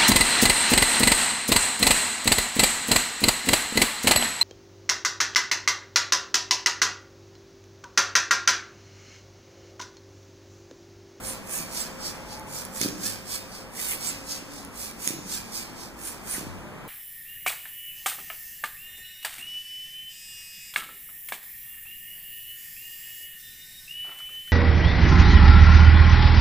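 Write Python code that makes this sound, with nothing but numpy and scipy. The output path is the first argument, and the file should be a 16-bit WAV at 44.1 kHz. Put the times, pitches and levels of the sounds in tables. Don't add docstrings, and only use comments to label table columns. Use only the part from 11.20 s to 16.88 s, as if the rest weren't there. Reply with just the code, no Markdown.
import sys
import numpy as np
from scipy import signal
from scipy.fft import rfft, irfft, next_fast_len
from scipy.io import wavfile
from scipy.ndimage import uniform_filter1d

SR = 44100
rng = np.random.default_rng(int(sys.argv[2]) if len(sys.argv) > 2 else 0)


def int16_out(signal):
    q = np.round(np.clip(np.atleast_2d(signal).T, -1, 1) * 32767)
    wavfile.write(sys.argv[1], SR, q.astype(np.int16))


def how_loud(loudness_db):
    steps = np.asarray(loudness_db, float) / 20
    return 10 ** steps


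N = 250481
SIZE = next_fast_len(N + SR)
HZ = np.maximum(np.fft.rfftfreq(SIZE, 1 / SR), 1)
PORT_GAP_S = 0.00041
# frequency in Hz, level in dB, t60 in seconds.
TICK_MODES = [(2120, -10, 0.0028), (2860, -4.5, 0.0022), (3500, -7, 0.0045), (3930, -1.5, 0.006),
              (4800, -17, 0.0022), (5572, 0, 0.0089), (6730, -2, 0.0056), (7657, -17, 0.004),
              (8360, -8, 0.0023), (9340, 1.5, 0.0035), (10750, 4, 0.0022), (12660, -2, 0.0043),
              (14600, -6, .003)]


def in_time(rows):
    s, *columns = np.transpose(rows)
    return [np.interp(np.arange(N) / SR, s, c) for c in columns]


def at_hz(points, hz=HZ):
    table_hz, values = np.transpose(points)
    return np.interp(np.log(hz), np.log(table_hz), values)


def shaped(x, gain):
    return irfft(rfft(x, SIZE) * gain, SIZE)[..., :N]


def rms_one(x):
    return x / np.sqrt(np.mean(x ** 2) + 1e-20)


def drift(rate_hz):
    knots = rng.standard_normal(int(N / SR * rate_hz) + 3)
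    return np.interp(np.arange(N) / SR * rate_hz, np.arange(len(knots)), knots)


def peak(hz, width_hz):
    return 1 / (1 + 1j * (HZ - hz ** 2 / HZ) / width_hz)


def ring(clicks, hz, t60_s):
    r = how_loud(-60 / (t60_s * SR))
    w = 2 * np.pi * hz / SR
    return signal.lfilter([0, np.sin(w)], [1, -2 * r * np.cos(w), r * r], clicks + 1e-18)


def port_lag(lag_s):
    return np.exp(-1j * np.pi * HZ * lag_s * np.array([[1], [-1]]))


def port_pair(pair):
    alike = np.sinc(2 * HZ * PORT_GAP_S)
    mid, side = rfft(pair, SIZE) * np.sqrt([1 + alike, 1 - alike + 1e-5])
    return np.array([mid + side, mid - side]) / np.sqrt(2)


def diffuse(length):
    return irfft(port_pair(rng.standard_normal((2, length))), SIZE)[:, :length]


def nearby(t60_s=0.0073, direct=3.26, lag_s=0.000347, shadow_hz=6000):
    straight = direct / np.sqrt(1 + (HZ / shadow_hz) ** 4) * port_lag(lag_s)
    decay = how_loud(-60 * np.arange(600) / SR / t60_s)
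    response = straight + port_pair(rng.standard_normal((2, 600)) * decay)
    power = np.mean(np.abs(response) ** 2, axis=0)
    return response / np.sqrt(uniform_filter1d(power, size=SIZE // 10))


def ventilation():
    # time in seconds, level in dB.
    air_level = [(0.0, -45), (0.16, -46), (0.95, -45), (1.83, -46.5), (2.04, -47.5), (2.53, -47.5),
                 (2.83, -46.5), (3.24, -47.5), (3.72, -48), (4.86, -47), (5.68, -46)]
    # frequency in Hz, density in dB per Hz.
    air_colour = [(20, 2.5), (58, 15), (78, -1), (100, 13), (125, 6), (200, 14), (330, 8.5), (600, 7),
                  (1000, 6), (2000, 0), (2750, -2.5), (4000, -11.5), (8000, -13.5), (16000, -15.5)]
    # start in seconds, end in seconds, frequency in Hz, wander in Hz, level in dB.
    fan_tones = [(0, 2.6, 527.6, 3.65, -56), (2.7, 3.3, 528, 1.93, -59.5), (3.5, 4.3, 523, 3.12, -62.5),
                 (5.4, 5.5, 536, 8, -60), (5.45, 5.6, 598, 3.6, -59), (.78, 1.3, 846, 3.4, -59),
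                 (1.12, 1.31, 866, 6.3, -57), (1.33, 1.6, 873, 7.4, -61), (0, 0.87, 643, 7.5, -61),
                 (0, 0.24, 104.7, 6.3, -56), (1.2, 2, 99.5, 2.9, -57.5), (1.2, 1.36, 143, 3.4, -57.5),
                 (1.8, 2.5, 100.8, 6.1, -65), (2.9, 3.5, 280, 4.83, -56), (3.45, 4.45, 232.2, 8.6, -56),
                 (4.052, 4.87, 336, 4.72, -59), (5.25, 5.4, 90.7, 3.7, -50.5), (5.37, 5.9, 142.8, 4.2, -56)]
    t = np.arange(N) / SR
    rush = shaped(diffuse(N), how_loud(at_hz(air_colour)))
    midrange = shaped(rush, (HZ > 400) & (HZ < 1500))
    rush = rush / np.std(midrange) * how_loud(in_time(air_level)[0] - 1.0 + 0.66 * drift(8))
    for start, end, hz, wander_hz, db in fan_tones:
        gate = np.clip(np.minimum(t - start + 0.039, end - t + 0.06) / 0.066, 0, 1)
        tone = np.sin(2 * np.pi * np.cumsum(hz + wander_hz * drift(15)) / SR)
        flutter_db = 3.5 * drift(9) + 1.5 * np.array([drift(9), drift(9)])
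        rush += how_loud(db + 4.0 + flutter_db) * gate * tone
    return rush


def hall(x, onset_s=0.0027):
    # frequency in Hz, t60 in seconds.
    hall_t60 = [(100, 1.85), (400, 1.3), (1500, 0.79), (5000, 1.16), (14000, 0.42)]
    t = np.arange(SR) / SR
    noise = diffuse(SR)
    onset = 1 - np.exp(-t / onset_s)
    tail = 0
    edges_hz = np.geomspace(60, 18000, 9)
    for low, high in zip(edges_hz, edges_hz[1:]):
        sos = signal.butter(2, [low, high], "band", fs=SR, output="sos")
        decay = how_loud(-60 * t / at_hz(hall_t60, np.sqrt(low * high)))
        band = signal.sosfilt(sos, noise) * decay * onset
        tail = tail + band / np.sqrt(np.sum(band ** 2) / 2 * SR / 2 / (high - low))
    return shaped(x, rfft(tail, SIZE))


def blows(events, modes, split_hz, scatter_db, contact_s, rough, tilt_offset_db=0):
    start_s, peak_db, tilt_db = np.transpose(events)
    at = (start_s * SR).astype(int)
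    chance = rng.standard_normal((len(at), len(modes)))
    contact = np.hanning(int(contact_s * SR) + 3)
    contact_t = (np.arange(len(contact)) - len(contact) / 2) / SR
    out = np.zeros(N)
    for k, (hz, db, t60_s) in enumerate(modes):
        upper_db = (tilt_db + tilt_offset_db) * (hz > split_hz)
        clicks = np.zeros(N)
        clicks[at] = how_loud(peak_db + db + upper_db + scatter_db * chance[:, k])
        push = contact * np.cos(2 * np.pi * (hz * contact_t + rough * rng.random()))
        out += ring(np.convolve(clicks, push * 2 / contact.sum())[:N], hz, t60_s)
    return out


def frame_thuds():
    # start in seconds, peak in dB, share of the upper modes in dB.
    thud_events = [(0.405, -29.5, -3.5), (0.668, -52, -4), (1.612, -18, -4), (1.629, -26.5, 6),
                   (1.649, -20.5, 2), (1.6591, -21.5, 2.5), (1.6877, -21.5, -8), (1.695, -33, 0),
                   (1.71, -30, -4), (1.727, -22.5, -9), (1.755, -30, -11), (1.787, -32, -11),
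                   (2.75, -33.5, -1.5), (3.225, -31.5, -3), (3.873, -25.5, -0.5), (3.884, -34, 4),
                   (3.906, -23, 0.5), (3.912, -35, -4), (3.939, -31, 2), (3.948, -30, -4), (3.968, -29, -2),
                   (3.99, -29, -3), (4.04, -35.5, -1), (4.06, -30, -3), (5.182, -25.5, -1),
                   (5.212, -27, -1), (5.229, -30, 0.5), (5.269, -29, -3), (5.312, -36, -3), (5.346, -48, 0)]
    # frequency in Hz, level in dB, t60 in seconds.
    thud_modes = [(150, -15, 0.051), (201, -4.5, 0.04), (238, -4, 0.034), (286, 3.5, 0.041),
                  (335, 2.5, 0.029), (390, -7.5, 0.021), (450, -6, 0.014), (560, -6.5, 0.015)]
    thuds = -blows(thud_events, thud_modes, split_hz=240, scatter_db=4.5, contact_s=0.0037, rough=0)
    thuds = np.roll(thuds * how_loud(-11.5), -int(.003 * SR))
    return signal.sosfilt(signal.butter(4, 125, "high", fs=SR, output="sos"), thuds)


def foot_ticks():
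    # start in seconds, peak in dB, brightness in dB.
    tick_events = [(0.049, -27.5, -4), (0.295, -31, -4), (0.3137, -37, 0), (0.5256, -32, -1),
                   (0.5484, -23, -1), (0.8322, -32, -7), (1.196, -34.5, 2), (1.451, -29, 4.5),
                   (1.6137, -10.5, -4), (1.6151, -17, -10), (1.616, -17, -8), (1.628, -21, -11),
                   (1.633, -16, -18), (1.687, -19.5, -10), (1.8355, -23, -4), (2.5379, -41, -9),
                   (2.557, -31.5, -4), (2.8275, -23, -14), (3.3215, -40, -3), (3.3353, -32, -5),
                   (3.3869, -31, -19), (3.4495, -33, 2), (3.5428, -41, -1.5), (3.7112, -32.5, 2),
                   (3.8754, -8, -4), (3.876, -20, -2), (3.8888, -15.5, -12), (3.897, -29.5, -10),
                   (3.9087, -27, -4), (4.1451, -30, -14), (4.3332, -29, -13.5), (4.7907, -41, -1),
                   (4.8153, -30, 0), (5.074, -29, -7)]
    return how_loud(0.5) * blows(tick_events, TICK_MODES, split_hz=8500, scatter_db=2.0,
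                            contact_s=.0004, rough=0.88, tilt_offset_db=3)


def backlash_snaps():
    # start in seconds, peak in dB, brightness in dB.
    snap_events = [(0.1014, -24, -1), (0.2738, -26, -2), (0.3354, -23, 0), (0.364, -25, 0),
                   (0.3874, -23, 6), (0.5753, -21, 0), (0.6034, -21, 0), (1.3478, -26, 0), (1.5614, -26, 0),
                   (1.8133, -26, 0), (1.8794, -24, 0), (2.593, -22, 0), (2.6153, -21, 2), (2.6434, -21, 0),
                   (2.6597, -24, 4), (2.696, -18, 3), (2.7117, -17, 2), (2.7164, -17, 0), (2.8524, -21, 0),
                   (2.8724, -21, 0), (3.1018, -29, 0), (3.5663, -33, 0), (3.8222, -26, 0), (4.1041, -24, 0),
                   (4.1225, -23, 0)]
    return how_loud(-10.5) * blows(snap_events, TICK_MODES, split_hz=6000, scatter_db=5.5,
                              contact_s=0.00029, rough=0.85, tilt_offset_db=3)


def mesh_whistles(pitch_rise=0.0148):
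    # start in seconds, length in seconds, frequency in Hz, width in Hz, level in dB.
    whistles = [(0.031, 0.13, 9210, 400, -39.5), (0.288, 0.065, 9170, 400, -41),
                (0.543, 0.059, 5130, 500, -42), (0.592, 0.043, 7820, 350, -37),
                (0.821, 0.076, 4800, 198, -47), (1.345, 0.059, 5190, 200, -44),
                (1.624, 0.03, 4890, 250, -35), (1.823, 0.0418, 6550, 150, -41),
                (2.565, 0.058, 2000, 250, -52), (2.701, 0.049, 2395, 403, -46),
                (2.814, 0.06, 5150, 500, -43), (2.851, 0.07, 7740, 400.4, -37),
                (3.094, 0.048, 5000, 400, -43), (4.08, 0.042, 6420, 121.2, -49),
                (4.109, 0.082, 3800, 80, -49), (4.11, 0.057, 7640, 120, -45),
                (4.811, 0.13, 9430, 399, -43.5), (5.068, 0.13, 9360, 400, -37.5),
                (5.107, 0.091, 2000, 400, -51)]
    out = np.zeros(N)
    for s, length_s, hz, width_hz, db in whistles:
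        t = np.arange(int(length_s * SR)) / SR
        pole = np.exp(-np.pi * width_hz / SR)
        wobble = signal.lfilter([1], [1, -pole], rng.standard_normal((2, 6000)))[:, -len(t):]
        glide_hz = hz * (1 + pitch_rise * (t / length_s - .5))
        tone = np.exp(2j * np.pi * np.cumsum(glide_hz) / SR)
        rough_tone = rms_one(((wobble[0] + 1j * wobble[1]) * tone).real)
        out[int(s * SR):][:len(t)] += how_loud(db + 7.0) * np.hanning(len(t)) * rough_tone
    return out


def stroke_gains():
    # middle in seconds, half length in seconds, rattle in dB, low share in dB, high share in dB.
    strokes = [(0.092, 0.059, -40, -5, 0.5), (0.359, 0.059, -35.5, -11, 1), (0.587, 0.061, -36.5, -3.5, -2),
               (0.868, 0.049, -38.5, -2, -4), (1.124, 0.059, -49.5, 3.5, -1.5), (1.292, 0.023, -57, -3, 3),
               (1.377, 0.062, -40, -5, -1.5), (1.575, 0.035, -40, -10, -0.5), (1.633, 0.043, -36, 4, 2),
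               (1.875, 0.059, -35.5, -2.5, -0.5), (2.133, 0.052, -38, -1.5, -1), (2.365, 0.06, -49, 2, -2),
               (2.629, 0.06, -36.5, -5, 0.5), (2.709, 0.044, -37, -6, 5.5), (2.87, 0.056, -35.5, -6, -2),
               (3.127, 0.05, -38, -1, -2.5), (3.376, 0.065, -49, -3, -3), (3.63, 0.057, -39.5, -5, -0.5),
               (3.87, 0.054, -36.5, -6, -0.5), (4.138, 0.054, -36, -4, -2), (4.376, 0.05, -38.5, -2, -1.5),
               (4.622, 0.065, -49, 1.5, -1.5), (4.876, 0.062, -41, -5.5, 1.5),
               (5.14, 0.065, -38, -5.5, 1.5)]
    coast_shares_db = [2.5, 4, 5, 0.13, -1]
    half_drop_db, rise_power, fall_power = 8.5, 1.7, 1.6
    coast_db, coast_db_per_s, coast_in_s = -11, 75, .04
    middle_s, half_s, db, low_db, high_db = np.transpose(strokes)[:, :, None]
    hop = 64
    late_s = np.arange(0, N + hop, hop) / SR - middle_s
    flank_power = np.where(late_s < 0, rise_power, fall_power)
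    swell = how_loud(db - half_drop_db * np.abs(late_s / half_s) ** flank_power)
    coast = how_loud(db + coast_db - coast_db_per_s * late_s.clip(0)) * np.clip(late_s / coast_in_s, 0, 1)
    shares_db = [-9 + 0.99 * high_db, low_db, low_db - 1.8 * high_db, 0, high_db]
    gains = []
    for stroke_share_db, coast_share_db in zip(shares_db, coast_shares_db):
        power = (swell * how_loud(stroke_share_db)) ** 2 + (coast * how_loud(coast_share_db)) ** 2
        gain = np.sqrt(np.sum(power, axis=0))
        gains.append(np.interp(np.arange(N) / hop, np.arange(len(gain)), gain))
    return gains


def servos(count=6, mesh_hz=1900, wander=.05, tooth_share=1.6, grit_db=3.0, patchy_db=1.0):
    # frequency in Hz, density in dB per Hz.
    rattle_colour = [(800, -35), (1300, -20.5), (2300, -15.5), (2750, -8), (3300, -9.5), (4600, -2),
                     (5200, 0.5), (6700, -3.5), (8000, 0.5), (9400, -5.5), (11000, -4.5), (13500, -8),
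                     (15500, -6.5)]
    # frequency in Hz, width in Hz, level in dB.
    case_modes = [(2000, 360, -45.5), (2650, 410, -42), (3560, 100, -44.5), (5000, 83, -32),
                  (6550, 2000, -34), (8400, 130, -35), (9210, 220, 5.5), (11150, 400, -25),
                  (11750, 1200, -3.5)]
    gains = stroke_gains()
    rattle_db = 20 * np.log10(gains[3] + 1e-9)
    speed = np.clip(0.5 + (rattle_db + 40) / 120, .5, 1.2)
    duty = how_loud(6 * np.array([drift(6) for k in range(count)]))
    duty = duty / np.sqrt(np.mean(duty ** 2, axis=0))
    heard = 0
    for k in range(count):
        turns = np.cumsum(mesh_hz * rng.uniform(.6, 1.3) * speed * (1 + wander * drift(30)) / SR)
        teeth = np.diff(np.floor(turns), prepend=0) * how_loud(5.15 * rng.standard_normal(N).clip(-3, 2))
        grit = rng.standard_normal(N) * how_loud(grit_db * np.minimum(rng.exponential(1, N), 4))
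        case = 1.4
        for i, (hz, width_hz, db) in enumerate(case_modes):
            case = case + how_loud(db) * peak(hz * rng.uniform(1.0, 1.04), width_hz) * (-1) ** i
        strikes = tooth_share * how_loud(1.44 * drift(20)) * rms_one(teeth - teeth.mean()) + rms_one(grit)
        strikes = strikes * duty[k] * how_loud(patchy_db * drift(40))
        heard = heard + rfft(strikes, SIZE) * case * nearby()
    heard = heard * how_loud(at_hz(rattle_colour))
    below = [1 / (1 + (hz / HZ) ** 16) for hz in (2900, 4600, 5600, 8500)]
    bands = [irfft(heard * (a - b), SIZE)[:, :N] for a, b in zip([1] + below, below + [0])]
    band_db = [14.1, 1.0, 1.5, 0.79, 0.5]
    mix = sum(band * gain * how_loud(db) for band, gain, db in zip(bands, gains, band_db))
    return how_loud(2.0) * mix / np.std(bands[3])


def scene():
    gears = servos() + shaped(mesh_whistles(), nearby(lag_s=0))
    ticks = foot_ticks() + backlash_snaps()
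    thuds = frame_thuds()
    wet = how_loud(-7.5) * gears.mean(0) + how_loud(-5.5) * ticks + how_loud(2.0) * thuds
    shade = how_loud(np.array([[-0.5], [-4.0]]))
    near_ticks = shaped(ticks, nearby(t60_s=.004, direct=9.0, shadow_hz=16000)) * shade
    return gears + near_ticks + shaped(thuds, port_lag(.00008)) + hall(wet) + ventilation()


def roll_off(x):
    return signal.sosfilt(signal.butter(12, 16660, fs=SR, output="sos"), x)


def record(dry):
    # frequency in Hz, level in dB.
    port_shade = [(60, 0), (140, 0.5), (330, 0.5), (2000, 3.5), (5000, -1.5), (10000, -5.5), (15000, -12)]
    # frequency in Hz, share from 0 to 1.
    cross_share = [(100, .87), (400, .96), (1350, .95), (2400, .68), (2750, .72), (4100, .9), (4550, .62),
                   (5200, .5), (6700, .38), (8100, .33), (11000, .15), (15000, .12)]
    null_hz, cutoff_hz = 2722, 15690
    cross = np.clip(at_hz(cross_share), 0, .995) * np.exp(-2j * np.pi * HZ / null_hz)
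    bass_restore = 1 / np.abs(1 - cross)
    restore = np.where(HZ < null_hz / 4, bass_restore, 1 / np.sqrt(1 + np.abs(cross) ** 2))
    ports = np.array([shaped(dry[0], how_loud(at_hz(port_shade))), dry[1]])
    beams = shaped(ports, restore) - shaped(ports[::-1], restore * cross)
    bass_tilt_db = np.array([[1.2], [-1.2]]) / (1 + (HZ / 170) ** 2)
    beams = shaped(beams, how_loud(bass_tilt_db))
    beams = beams + how_loud(-65) * rng.standard_normal(beams.shape)
    beams = shaped(beams, np.clip((cutoff_hz - HZ) / 200, 0, 1) ** 2)
    return roll_off(beams)


dry = scene()
out = record(dry)
int16_out(out)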